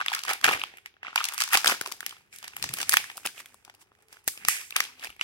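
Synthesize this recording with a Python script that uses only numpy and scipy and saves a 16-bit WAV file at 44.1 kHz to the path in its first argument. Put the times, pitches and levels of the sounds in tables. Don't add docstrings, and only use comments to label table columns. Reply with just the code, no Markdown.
import sys
import numpy as np
from scipy import signal
from scipy.fft import rfft, irfft, next_fast_len
from scipy.io import wavfile

SR = 44100
rng = np.random.default_rng(int(sys.argv[2]) if len(sys.argv) > 2 else 0)


def output_pcm(signal):
    pcm = np.clip(np.atleast_2d(signal).T, -1, 1) * 32767
    wavfile.write(sys.argv[1], SR, np.round(pcm).astype(np.int16))


N = 230671

# (frequency [Hz], level [dB per Hz])
FLOOR_SPECTRUM = [(18, -40), (30, 13.5), (95, 11), (273, -10.5), (404, 8), (569, -11), (1760, -5.5),
                  (6210, -32.5), (7090, -57.5), (14800, -32), (16000, -13.5)]
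FLOOR_DB = -72
# (frequency [Hz], rms level [dB])
HUM_TONES = [(100, -81)]
# (time [s], level [dB])
HAND_RUMBLE = [(0, -71), (.4, -80), (.45, -48), (.72, -79.5), (1.15, -82.5), (1.42, -70.5), (1.9, -72),
               (2.3, -75), (2.57, -68), (2.64, -50.5), (2.72, -58), (2.87, -59.5), (3.2, -77), (3.26, -59),
               (3.33, -75), (4.24, -83.5), (4.28, -66), (4.34, -73.5), (4.47, -60), (4.52, -80),
               (4.77, -78), (5.23, -72)]
# (peak time [s], rise [s per 20 dB], fall [s per 20 dB],
# shell level [dB], foil level [dB re shell], thump level [dB re shell], share fused into a smooth scrape [0-1])
CRINKLE_BURSTS = [(0.0, .02, 0.055, -30, -12, -30, 0), (0.145, 0.093, 0.1, -30.5, -5, -26, 0),
                  (0.306, 0.057, 0.06, -24.5, -5, -16.5, 0.11), (.449, 0.016, 0.13, -17.5, -5, -22, 0),
                  (0.485, 0.038, 0.093, -22.5, -21, -9.5, 0), (.535, .04, 0.02, -24, -5, -17, .2),
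                  (.781, 0.29, 0.042, -60, -6, -6, 0.96), (.868, 0.023, 0.027, -51.5, -3, -27, .4),
                  (1.06, 0.03, 0.1, -40.5, -24, -16, 0.19), (1.161, 0.017, 0.38, -34.5, -3, -29, 0.091),
                  (1.415, 0.056, 0.07, -33.5, 3, -30, 0.66), (1.543, 0.033, 0.058, -17, 1, -35, 0.036),
                  (1.68, 0.046, 0.067, -19.5, 1.5, -15, 0), (1.719, 0.046, 0.017, -26, 0, -12.5, 0),
                  (1.873, 0.094, 0.043, -41.5, 3, -14, 0), (1.924, 0.083, 0.11, -55.5, 11, -6.5, 0.1),
                  (2.073, 0.082, 0.16, -46, -1.5, -18, 0.17), (2.336, 0.022, 0.16, -50.5, 5, -21, 0.52),
                  (2.443, 0.045, 0.12, -42, -6, -22, 0.033), (2.574, 0.053, 0.18, -47.5, 2, -23, 0.054),
                  (2.639, 0.049, 0.23, -41.5, -1, -18, 0.093), (2.822, 0.18, 0.035, -35.5, 3.5, -16, 0.11),
                  (2.934, 0.096, 0.17, -36, 3, -14, 0.66), (3.18, 0.19, 0.27, -58.5, 9, -3, .4),
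                  (3.257, 0.018, 0.031, -29, -2, -42, 0.035), (3.398, 0.063, .037, -42, 3.5, -19, 0.3),
                  (3.471, 0.13, 0.28, -60.5, 3, -11, 0.44), (3.652, 0.047, 0.47, -62.5, -2, -8.5, 0.027),
                  (3.816, 0.023, 0.024, -56.5, 11.5, -19.5, 0.25),
                  (4.013, 0.21, 0.19, -68.5, -0.5, -6, 0.23), (4.134, 0.05, .1, -52.5, 3, -13, 0.16),
                  (4.281, .016, 0.049, -47, 13, -20, 1), (4.417, 0.08, 0.28, -51, -14, -29, 0.51),
                  (4.495, 0.027, 0.15, -32, 8, -21, 0.98), (4.6, 0.24, 0.054, -40, -1, -25, 0.21),
                  (4.768, 0.025, 0.11, -28, -5.5, -24, 0.14), (5.043, 0.068, 0.078, -37, -3.5, -21, 0.014),
                  (5.23, 0.04, .05, -41, -6, -19, 0.81)]
# (time [s], frequency [Hz])
GRIP_PITCH = [(0.0, 1170), (0.06, 2160), (0.57, 1760), (0.6, 2380), (0.9, 2610), (0.99, 1696), (2.02, 1580),
              (2.05, 2690), (2.26, 1397), (2.3, 2460), (3.23, 1740), (3.32, 2590), (3.67, 1370),
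              (5.23, 2696)]
RING_SPREAD_OCT = 0.55
# (frequency [Hz], width [Hz], level [dB])
CUP_MODES = [(380, 10, 6.5), (757, 36, -18.5), (1251, 360, 4), (1880, 70, -25.5), (2690, 390, 5.5),
             (3300, 150, 1.5)]
# (frequency [Hz], width [Hz], level [dB])
FOIL_MODES = [(4880, 140, 8), (6360, 2700, -6.5), (8880, 660, 8), (11500, 2200, 3.5), (14400, 4500, -7)]
# (time [s], shell ring [Hz], thump peak [dB], shell peak [dB],
# crack peak [dB], sizzle peak [dB])
LOUD_SNAPS = [(0.013, 1390, -37, -14.5, -35, -40), (0.062, 1800, -53, -17, -20.5, -23),
              (0.083, 2780, -43, -9.5, -20, -34.5), (0.118, 1290, -52, -31, -35, -41.5),
              (0.136, 1780, -54, -15.5, -19.5, -28), (0.149, 1610, -51.5, -20.5, -13.5, -18),
              (0.191, 2900, -54.5, -32, -20, -29), (0.217, 2940, -61, -34.5, -37.5, -36.5),
              (0.236, 2900, -57, -24, -19, -27.5), (0.251, 1130, -58, -28.5, -20.5, -32),
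              (0.264, 2870, -65, -31, -29.5, -36.5), (0.281, 1770, -40, -18.5, -22.5, -36),
              (0.292, 1360, -39, -21.5, -15.5, -28), (0.3, 1980, -37, -16, -19, -28.5),
              (0.312, 790, -36, -17, -22, -27), (0.334, 2830, -47.5, -25, -14.5, -14.5),
              (0.413, 1670, -61.5, -30.5, -27.5, -51.5), (0.443, 1740, -30.5, -1, -4, -19),
              (0.457, 1810, -26, -12, -23, -25), (0.484, 1460, -21, -9.5, -31, -24),
              (0.49, 1280, -17, -12, -17, -25), (0.512, 1260, -26, -18, -19, -28),
              (0.521, 1790, -26.5, -28, -23, -21), (0.53, 2750, -30, -17, -27, -30),
              (0.536, 1970, -33, -18, -17, -27), (0.596, 2500, -50, -24.5, -27, -39),
              (0.616, 2810, -62, -17, -35, -42), (0.637, 2780, -70, -14.5, -32, -23),
              (0.739, 1820, -46.5, -40, -58, -61.5), (0.772, 2370, -62, -35.5, -51, -33.5),
              (0.784, 2530, -70, -36, -50, -45), (0.86, 2230, -62.5, -25.5, -32.5, -34),
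              (0.941, 2820, -58.5, -49, -68, -72), (0.967, 1590, -62, -47, -75, -75),
              (1.031, 1850, -45, -24, -49, -47), (1.048, 1240, -53, -29.5, -62, -65),
              (1.068, 2360, -66, -25, -50, -57), (1.082, 1210, -46, -27.5, -48, -62),
              (1.107, 1920, -59, -38.5, -49.5, -66), (1.129, 1290, -48, -34, -52, -60),
              (1.159, 1340, -38.5, -9.5, -10, -14), (1.178, 2730, -45.5, -10.5, -32, -29),
              (1.205, 1300, -48.5, -16.5, -34.5, -42.5), (1.212, 1270, -49, -20.5, -35.5, -43),
              (1.242, 2810, -53, -24.5, -10.5, -12.5), (1.253, 2690, -53, -23, -12.5, -19),
              (1.287, 1970, -62, -21, -18, -17.5), (1.323, 1270, -57, -28, -25.5, -36.5),
              (1.337, 1290, -65, -31.5, -30, -22.5), (1.344, 1270, -69.5, -43, -27.5, -19.5),
              (1.38, 1190, -52, -20.5, -12.5, -20.5), (1.388, 2560, -60.5, -26.5, -28, -24),
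              (1.404, 1560, -56.5, -20.5, -10.5, -17.5), (1.412, 1280, -52, -19.5, -14.5, -17.5),
              (1.42, 1290, -57, -17, -8, -19), (1.438, 1260, -54.5, -21, -12, -19),
              (1.477, 1320, -64, -27.5, -22, -33), (1.489, 2070, -57.5, -36, -23.5, -30.5),
              (1.533, 1820, -39, -10.5, -14, -5), (1.553, 2250, -23, -3.5, -8, -15.5),
              (1.573, 2040, -33, -22.5, -5, -16.5), (1.645, 1720, -26.5, -11, -12, -14.5),
              (1.66, 1740, -25, -13.5, -9.5, -22.5), (1.672, 3280, -28, -5, -20, -11),
              (1.677, 1750, -26.5, -18.5, -0.5, -24), (1.723, 1700, -22.5, -14, -22.5, -21),
              (1.812, 1680, -33, -19.5, -16.5, -18.5), (1.822, 1300, -45.5, -36, -30, -34),
              (1.861, 1050, -45, -21.5, -20.5, -40), (1.874, 710, -39, -39, -25.5, -25),
              (1.917, 1090, -48.5, -30.5, -24.5, -33), (1.922, 2000, -45, -25, -17.5, -22),
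              (2.006, 1590, -47, -25, -26, -21), (2.029, 1480, -46.5, -29.5, -45, -49),
              (2.064, 2130, -43.5, -21.5, -14, -18), (2.094, 1660, -62, -45.5, -26, -38),
              (2.109, 3090, -55.5, -32, -35, -43), (2.125, 1007, -51.5, -35.5, -46.5, -44.5),
              (2.167, 1730, -57, -40.5, -55, -58), (2.328, 2300, -65, -40, -39, -59),
              (2.361, 2460, -76, -41, -44, -30), (2.386, 2900, -75, -63, -35, -28.5),
              (2.428, 1450, -43, -38, -29, -39), (2.444, 2330, -53, -28.5, -26.5, -31),
              (2.479, 1860, -49, -35, -24.5, -29.5), (2.535, 1290, -60.5, -35.5, -54, -57),
              (2.566, 2250, -45, -24, -38, -20.5), (2.626, 3320, -48.5, -25, -10.5, -33.5),
              (2.641, 1620, -29.5, -24, -11.5, -22), (2.691, 2160, -54.5, -28, -22, -35),
              (2.738, 2760, -37.5, -25.5, -17.5, -12), (2.771, 1080, -51, -35.5, -27.5, -25.5),
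              (2.787, 1920, -43.5, -28, -22.5, -21), (2.803, 1790, -43.5, -22, -22, -29.5),
              (2.815, 3020, -55, -26, -15, -19.5), (2.829, 2460, -40.5, -22, -16.5, -26),
              (2.894, 1870, -42, -15.5, -11.5, 1), (2.914, 2470, -60, -26, -20, -30.5),
              (2.922, 2520, -48.5, -21.5, -9, -17), (2.929, 2040, -46, -18, -13.5, -14.5),
              (2.936, 1970, -42.5, -10, -13, -4.5), (2.94, 1750, -27.5, -4.5, -11, -9),
              (2.97, 2120, -27, -3, -4, -5.5), (3.042, 1820, -51, -26, -30, -43),
              (3.1, 1910, -60.5, -27, -39.5, -40), (3.116, 2950, -48.5, -36.5, -34.5, -37),
              (3.171, 2690, -57, -43, -29, -22.5), (3.178, 1040, -39.5, -32, -36, -26),
              (3.254, 1150, -30, -24, -34, -24), (3.262, 2020, -31, -28, -15, -14),
              (3.272, 2640, -59.5, -22.5, -17, -28), (3.379, 2660, -47.5, -33, -45.5, -46),
              (3.403, 2130, -65, -32, -44, -45), (3.446, 2090, -60, -49.5, -59.5, -61.5),
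              (3.459, 1940, -70, -34.5, -34.5, -33), (3.524, 1720, -62, -56, -60, -59.5),
              (3.544, 1020, -51, -46.5, -54, -35.5), (3.65, 3200, -61.5, -44, -35.5, -40.5),
              (3.679, 730, -44, -50.5, -58, -58.5), (3.698, 860, -50.5, -34, -39, -57),
              (3.74, 3040, -70, -54, -50, -54.5), (3.749, 2970, -64, -50.5, -43, -42),
              (3.918, 1224, -54.5, -50.5, -71, -66), (3.951, 2120, -69.5, -55.5, -56, -58),
              (4.005, 2850, -64.5, -60, -60.5, -63), (4.024, 1740, -65.5, -58.5, -70, -46.5),
              (4.084, 2440, -65.5, -56.5, -51.5, -49), (4.128, 1790, -67.5, -41, -36.5, -37.5),
              (4.169, 1670, -57, -41, -54, -60.5), (4.242, 1820, -73, -59, -57.5, -45.5),
              (4.278, 1620, -27.5, -17.5, -14, -3), (4.284, 1990, -56, -21, -15, -13.5),
              (4.376, 2620, -47.5, -32.5, -30, -36), (4.45, 2400, -48, -19.5, -17.5, -36),
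              (4.485, 1730, -30.5, -8, -9, 1), (4.594, 2180, -53, -46, -39, -37),
              (4.612, 2540, -58, -36, -41, -44), (4.707, 3450, -60, -27, -29, -25),
              (4.724, 2630, -46, -28.5, -44, -48), (4.76, 1820, -44, -12.5, -41, -36),
              (4.764, 3060, -32.5, -9, -7, -6), (4.804, 1960, -22, -10.5, -7.5, -12),
              (4.84, 3520, -54, -39, -21, -39), (4.852, 3330, -49, -26.5, -43, -40),
              (4.996, 3290, -50, -39, -34.5, -47), (5.038, 1750, -52, -32, -25, -35),
              (5.046, 1860, -42, -29, -21.5, -23.5), (5.053, 2230, -48, -31, -32, -30),
              (5.071, 2620, -41, -31, -46, -49), (5.103, 2650, -53, -33, -49, -37),
              (5.128, 2570, -62, -42.5, -58, -61), (5.164, 1960, -59, -46.5, -55, -46),
              (5.195, 2160, -72, -31, -46, -47), (5.212, 2450, -35.5, -9.5, -18.5, -34)]
SNAP_PAN_DB, SNAP_PAN_SPREAD_DB = -0.5, 2.5
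GRAIN = 512
RISE_S, SPIKE, SPIKE_S = 0.0005, 1.34, 0.00026
RAGGED_DB = 3.5
# (time [s], lag [s])
HAND_LAG = [(0, 0.00027), (1.5, .00025), (1.7, 0.00021), (2.5, 0.00024), (3.1, 0.00021), (3.18, .00001),
            (3.5, 0.0000332), (3.7, .0002), (4.8, 0.0002), (5.2, 0.00032)]
LAG_SPREAD_S = 0.00004
# (frequency [Hz], T60 [s], level [dB])
ROOM_BANDS = [(265, 0.76, -33), (756, 0.47, -46), (1423, 0.1, -20.5), (3270, 0.5, -24), (6000, 0.3, -7.5),
              (8700, 0.28, -25), (13500, 0.77, -32)]
# (time [s], level [dB])
RASP_PRESS = [(0, -3), (.6, 5), (.75, 3.5), (1.15, 2.5), (4.2, -1), (4.5, 2), (4.7, -2), (5.23, -2)]
SCRAPE_LAG_S = 0.00024
# (time [s], undamped amplitude [dB], pitch [Hz], decay to 1/e [cycles])
AIR_PUFFS = [(.545, -42, 90.5, 1.1), (1.669, -43, 59.6, .4), (1.812, -40.5, 120, 0.4),
             (1.876, -43.5, 380, 2.9), (2.645, -57, 71, .6), (2.623, -55, 172.5, 0.53),
             (2.698, -37, 136, 1.8), (2.723, -40, 160, 1.1), (2.74, -44, 170, .8), (2.756, -54, 150, 1.2),
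             (3.256, -47, 90, 0.18), (4.276, -26, 92.3, 0.15), (4.449, -36, 160, 0.24),
             (4.483, -29, 140, 0.28), (5.089, -43, 49.6, .4)]
# (time [s], pitch [Hz], rms level [dB])
FAR_GLIDES = [
    [(3.36, 323.5, -77), (3.45, 272.5, -76.5), (3.57, 227, -73.5)],
    [(3.72, 250, -79), (3.86, 362, -80.5), (3.97, 418, -89), (4.08, 445, -72), (4.16, 406, -86.5)],
    [(4.86, 265, -73), (4.95, 251, -77), (5.03, 267, -67)],
]
# (frequency [Hz], width [Hz], left gain [dB], right gain [dB])
PORT_COLOUR = [(381, 40, 3, 1), (790, 180, 9, 8.5), (1784, 470, -3.5, 2), (2460, 230, 3.5, 0.5),
               (4050, 1040, 0, -4.5), (4430, 350, -5.5, 0.5), (7000, 4100, -0.5, -1.5),
               (9100, 1400, 1.5, -4), (14600, 1600, -7, -26)]
LOW_CUT_HZ, TOP_HZ = 49, 15900
CEILING = 0.94


def undb(db):
    return 10 ** (np.asarray(db) / 20)


def curve(table):
    s, *columns = np.transpose(table)
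    return [np.interp(np.arange(N) / SR, s, c) for c in columns]


def resonance(f, hz, width):
    return 1 / (1 + 1j * (f ** 2 - hz ** 2) / (np.maximum(f, 1) * width))


def band(x, hz, width):
    size = next_fast_len(x.shape[-1])
    response = resonance(np.fft.rfftfreq(size, 1 / SR), hz, width) ** 2
    y = irfft(rfft(x, size) * response, size)[..., :x.shape[-1]]
    return y / np.sqrt(np.mean(y ** 2))


def two_ports(mid, side):
    return mid + side * np.array([[1], [-1]])


def floor():
    f = np.maximum(np.fft.rfftfreq(N, 1 / SR), 1)
    hz, db = np.transpose(FLOOR_SPECTRUM)
    density = undb(np.interp(np.log(f), np.log(hz), db))
    mid, side = rfft(rng.standard_normal((2, N))) * density
    noise = irfft(two_ports(mid, np.clip(0.5 + f / 1500, 0, 1) * side), N)
    return noise * undb(FLOOR_DB) / np.sqrt(np.mean(noise ** 2))


def hum():
    t = np.arange(N) / SR
    return sum(np.sqrt(2) * undb(db) * np.sin(2 * np.pi * hz * t) for hz, db in HUM_TONES)


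def rumble(db):
    mid, side = (band(band(rng.standard_normal(N), 100, 460), 98, 370) for _ in range(2))
    lumps = undb(band(rng.standard_normal(N), 8.5, 30))
    return undb(db) * lumps * two_ports(mid, 0.5 * side)


def bursts(step_s=0.001):
    peak_s, rise_s, fall_s, shell_db, foil_db, thump_db, share = np.transpose(CRINKLE_BURSTS)[..., None]
    t = np.arange(0, N / SR + step_s, step_s)
    late = t - peak_s
    drop_db = 20 * np.where(late < 0, -late / rise_s, late / fall_s)
    power = undb(shell_db - drop_db) ** 2 + 1e-30
    total = power.sum(0)

    def mean_db(db):
        return 10 * np.log10((power * undb(db) ** 2).sum(0) / total)

    mean_share = (power * share).sum(0) / total
    return curve(np.transpose([t, 10 * np.log10(total), mean_db(foil_db), mean_db(thump_db), mean_share]))


def part(broad, detail, burst_s, alike, db):
    t = np.arange(GRAIN) / SR
    envelope = (1 - np.exp(-t / RISE_S)) * (np.exp(-t / burst_s) + SPIKE * np.exp(-t / SPIKE_S))
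    noise = rng.standard_normal((len(db), 3, GRAIN)) * envelope
    jerks = undb(RAGGED_DB * rng.standard_normal((len(db), 1, GRAIN // 16)))
    noise = noise * np.repeat(jerks, 16, axis=2)
    ports = np.sqrt(alike) * noise[:, :1] + np.sqrt(1 - alike) * noise[:, 1:]
    spectrum = rfft(ports) * broad * detail
    peak = np.abs(irfft(spectrum, GRAIN)).max(axis=2, keepdims=True)
    spectrum = spectrum / peak * undb(db)[:, None, None]
    energy = np.mean(np.abs(spectrum) ** 2, axis=(1, 2), keepdims=True) / np.mean(np.abs(broad) ** 2)
    return np.concatenate([spectrum, broad * np.sqrt(energy)], axis=1)


def buckles(s, ring_hz, thump_db, shell_db, crack_db, sizzle_db, pan_db, burst=0.86):
    f = np.fft.rfftfreq(GRAIN, 1 / SR)
    chance = rng.standard_normal((len(s), 12, 1, 1))
    cup = sum(undb(db + 6 * chance[:, k]) * resonance(f, hz, w) for k, (hz, w, db) in enumerate(CUP_MODES))
    foil = sum(undb(db + 1.8 * chance[:, 6 + k]) * resonance(f, hz, w)
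               for k, (hz, w, db) in enumerate(FOIL_MODES))
    ring_hz = ring_hz[:, None, None]
    ring = resonance(f, ring_hz, 0.43 * ring_hz) ** 2

    thump = part(resonance(f, 453, 900) ** 2, 1, 0.00097 * burst, 0.84, thump_db)
    shell = part(resonance(f, 1960, 3600) ** 3, ring + 0.15 * cup + 0.13, 0.0013 * burst, 0.82, shell_db)
    crack = part(resonance(f, 4170, 5500) ** 2, 0.34 * foil + 1, 0.0022 * burst, 0.24, crack_db)
    sizzle = part(resonance(f, 10500, 15000) ** 2, 0.16 * foil + 1, 0.0022 * burst, 0.45, sizzle_db)

    right_lag = np.interp(s, *np.transpose(HAND_LAG)) + LAG_SPREAD_S * chance[:, 11, 0, 0]
    lag = np.maximum(np.stack([0 * s, right_lag, 0 * s], axis=1), 0)[..., None]
    bend = f ** 2 / (f ** 2 + 800 ** 2)
    gain = undb(np.stack([pan_db, -pan_db, 0 * s], axis=1) / 2)[..., None]
    place = gain * np.exp(-2j * np.pi * f * bend * lag)
    grains = irfft((thump + shell + crack + sizzle) * place, GRAIN)
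    at = np.clip((s * SR).astype(int), 0, N)[:, None] + np.arange(GRAIN)
    return np.array([np.bincount(at.ravel(), grains[:, c].ravel(), N + GRAIN)[:N] for c in range(3)])


def crinkles(shell_db, foil_db, thump_db, share, count=2600):
    when, size = rng.random((count, 2)).T
    scatter = rng.standard_normal((count, 4)).T
    i = (when * (N - 1)).astype(int)
    size_db = 0.5 - 1.87 * np.log(size + 1e-6)
    shell = shell_db[i] + size_db + 10 * np.log10(1.001 - share[i])
    foil = shell + foil_db[i] + 1.9 * scatter[0]
    thump = shell + thump_db[i] + 3.9 * scatter[1]
    ring_hz = np.clip(curve(GRIP_PITCH)[0][i] * 2 ** (RING_SPREAD_OCT * scatter[3]), 500, 4500)
    return buckles(i / SR, ring_hz, thump, shell, foil - 2.5, foil - 3.5, 0.83 * scatter[2], burst=1.0)


def loud_snaps():
    s, *columns = np.transpose(LOUD_SNAPS)
    pan_db = SNAP_PAN_DB + SNAP_PAN_SPREAD_DB * rng.standard_normal(len(s))
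    return buckles(s - 0.0007, *columns, pan_db)


def room(x, size=32768):
    t = np.arange(size) / SR
    tail = 0
    for hz, t60, db in ROOM_BANDS:
        mid, side = band(rng.standard_normal((2, size)), hz, 1.7 * hz)
        tail = tail + undb(db - 60 * t / t60) * two_ports(mid, min(hz / 1100, 1) * side)
    tail = tail * np.clip((t - 0.003) / 0.0012, 0, 1) * undb(-35)
    return signal.fftconvolve(x[None], tail, axes=1)[:, :N]


def scrape(shell_db, foil_db, share, press_db):
    flutter = undb(0.83 * band(rng.standard_normal(N), 61, 130))
    common, left, right = rng.standard_normal((3, N))
    delayed = np.roll(common, int(SCRAPE_LAG_S * SR))
    ports = np.array([common + 0.25 * left, delayed + 1.5 * right])
    shell = band(band(band(ports, 2000, 2600), 2200, 2400), 2300, 2200)
    rasp = flutter * undb(press_db) * shell
    hiss = undb(foil_db - 2.0) * band(band(ports, 7800, 11000), 5900, 13000)
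    return np.sqrt(share) * undb(shell_db) * (rasp + hiss)


def puffs():
    t = np.arange(N) / SR
    out = 0
    for s, db, hz, cycles in AIR_PUFFS:
        turns = np.maximum(t - s, 0) * hz
        out = out + undb(db) * np.sin(2 * np.pi * turns) * np.exp(-turns / cycles)
    return out


def far_tones():
    t = np.arange(N) / SR
    waver = 1.8 * band(rng.standard_normal(N), 17, 24)
    out = 0
    for table in FAR_GLIDES:
        hz, db = curve(table)
        fade = np.clip(np.minimum(t - table[0][0], table[-1][0] - t) / 0.011, 0, 1)
        phase = 2 * np.pi * np.cumsum(hz * (1 + 0.0073 * waver)) / SR
        out = out + np.sqrt(2) * fade * undb(db + waver) * np.sin(phase)
    return out


def scene():
    shell_db, foil_db, thump_db, share = bursts()
    near = loud_snaps() + crinkles(shell_db, foil_db, thump_db, share)
    rubbing = scrape(shell_db, foil_db, share, *curve(RASP_PRESS))
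    handling = puffs() + rumble(*curve(HAND_RUMBLE))
    return near[:2] + room(near[2]) + rubbing + handling + floor() + hum() + far_tones()


def record(dry):
    size = next_fast_len(N + GRAIN)
    f = np.fft.rfftfreq(size, 1 / SR)
    colour = np.prod([1 + (undb([[left], [right]]) - 1) * resonance(f, hz, w)
                      for hz, w, left, right in PORT_COLOUR], axis=0)
    colour = colour * (1j * f / (LOW_CUT_HZ + 1j * f)) ** 2
    coloured = irfft(rfft(dry, size) * colour, size)[:, :N]
    rounded = CEILING * np.tanh(coloured / CEILING)
    return signal.sosfilt(signal.ellip(8, 0.2, 50, TOP_HZ, fs=SR, output="sos"), rounded)


dry = scene()
out = record(dry)
output_pcm(out)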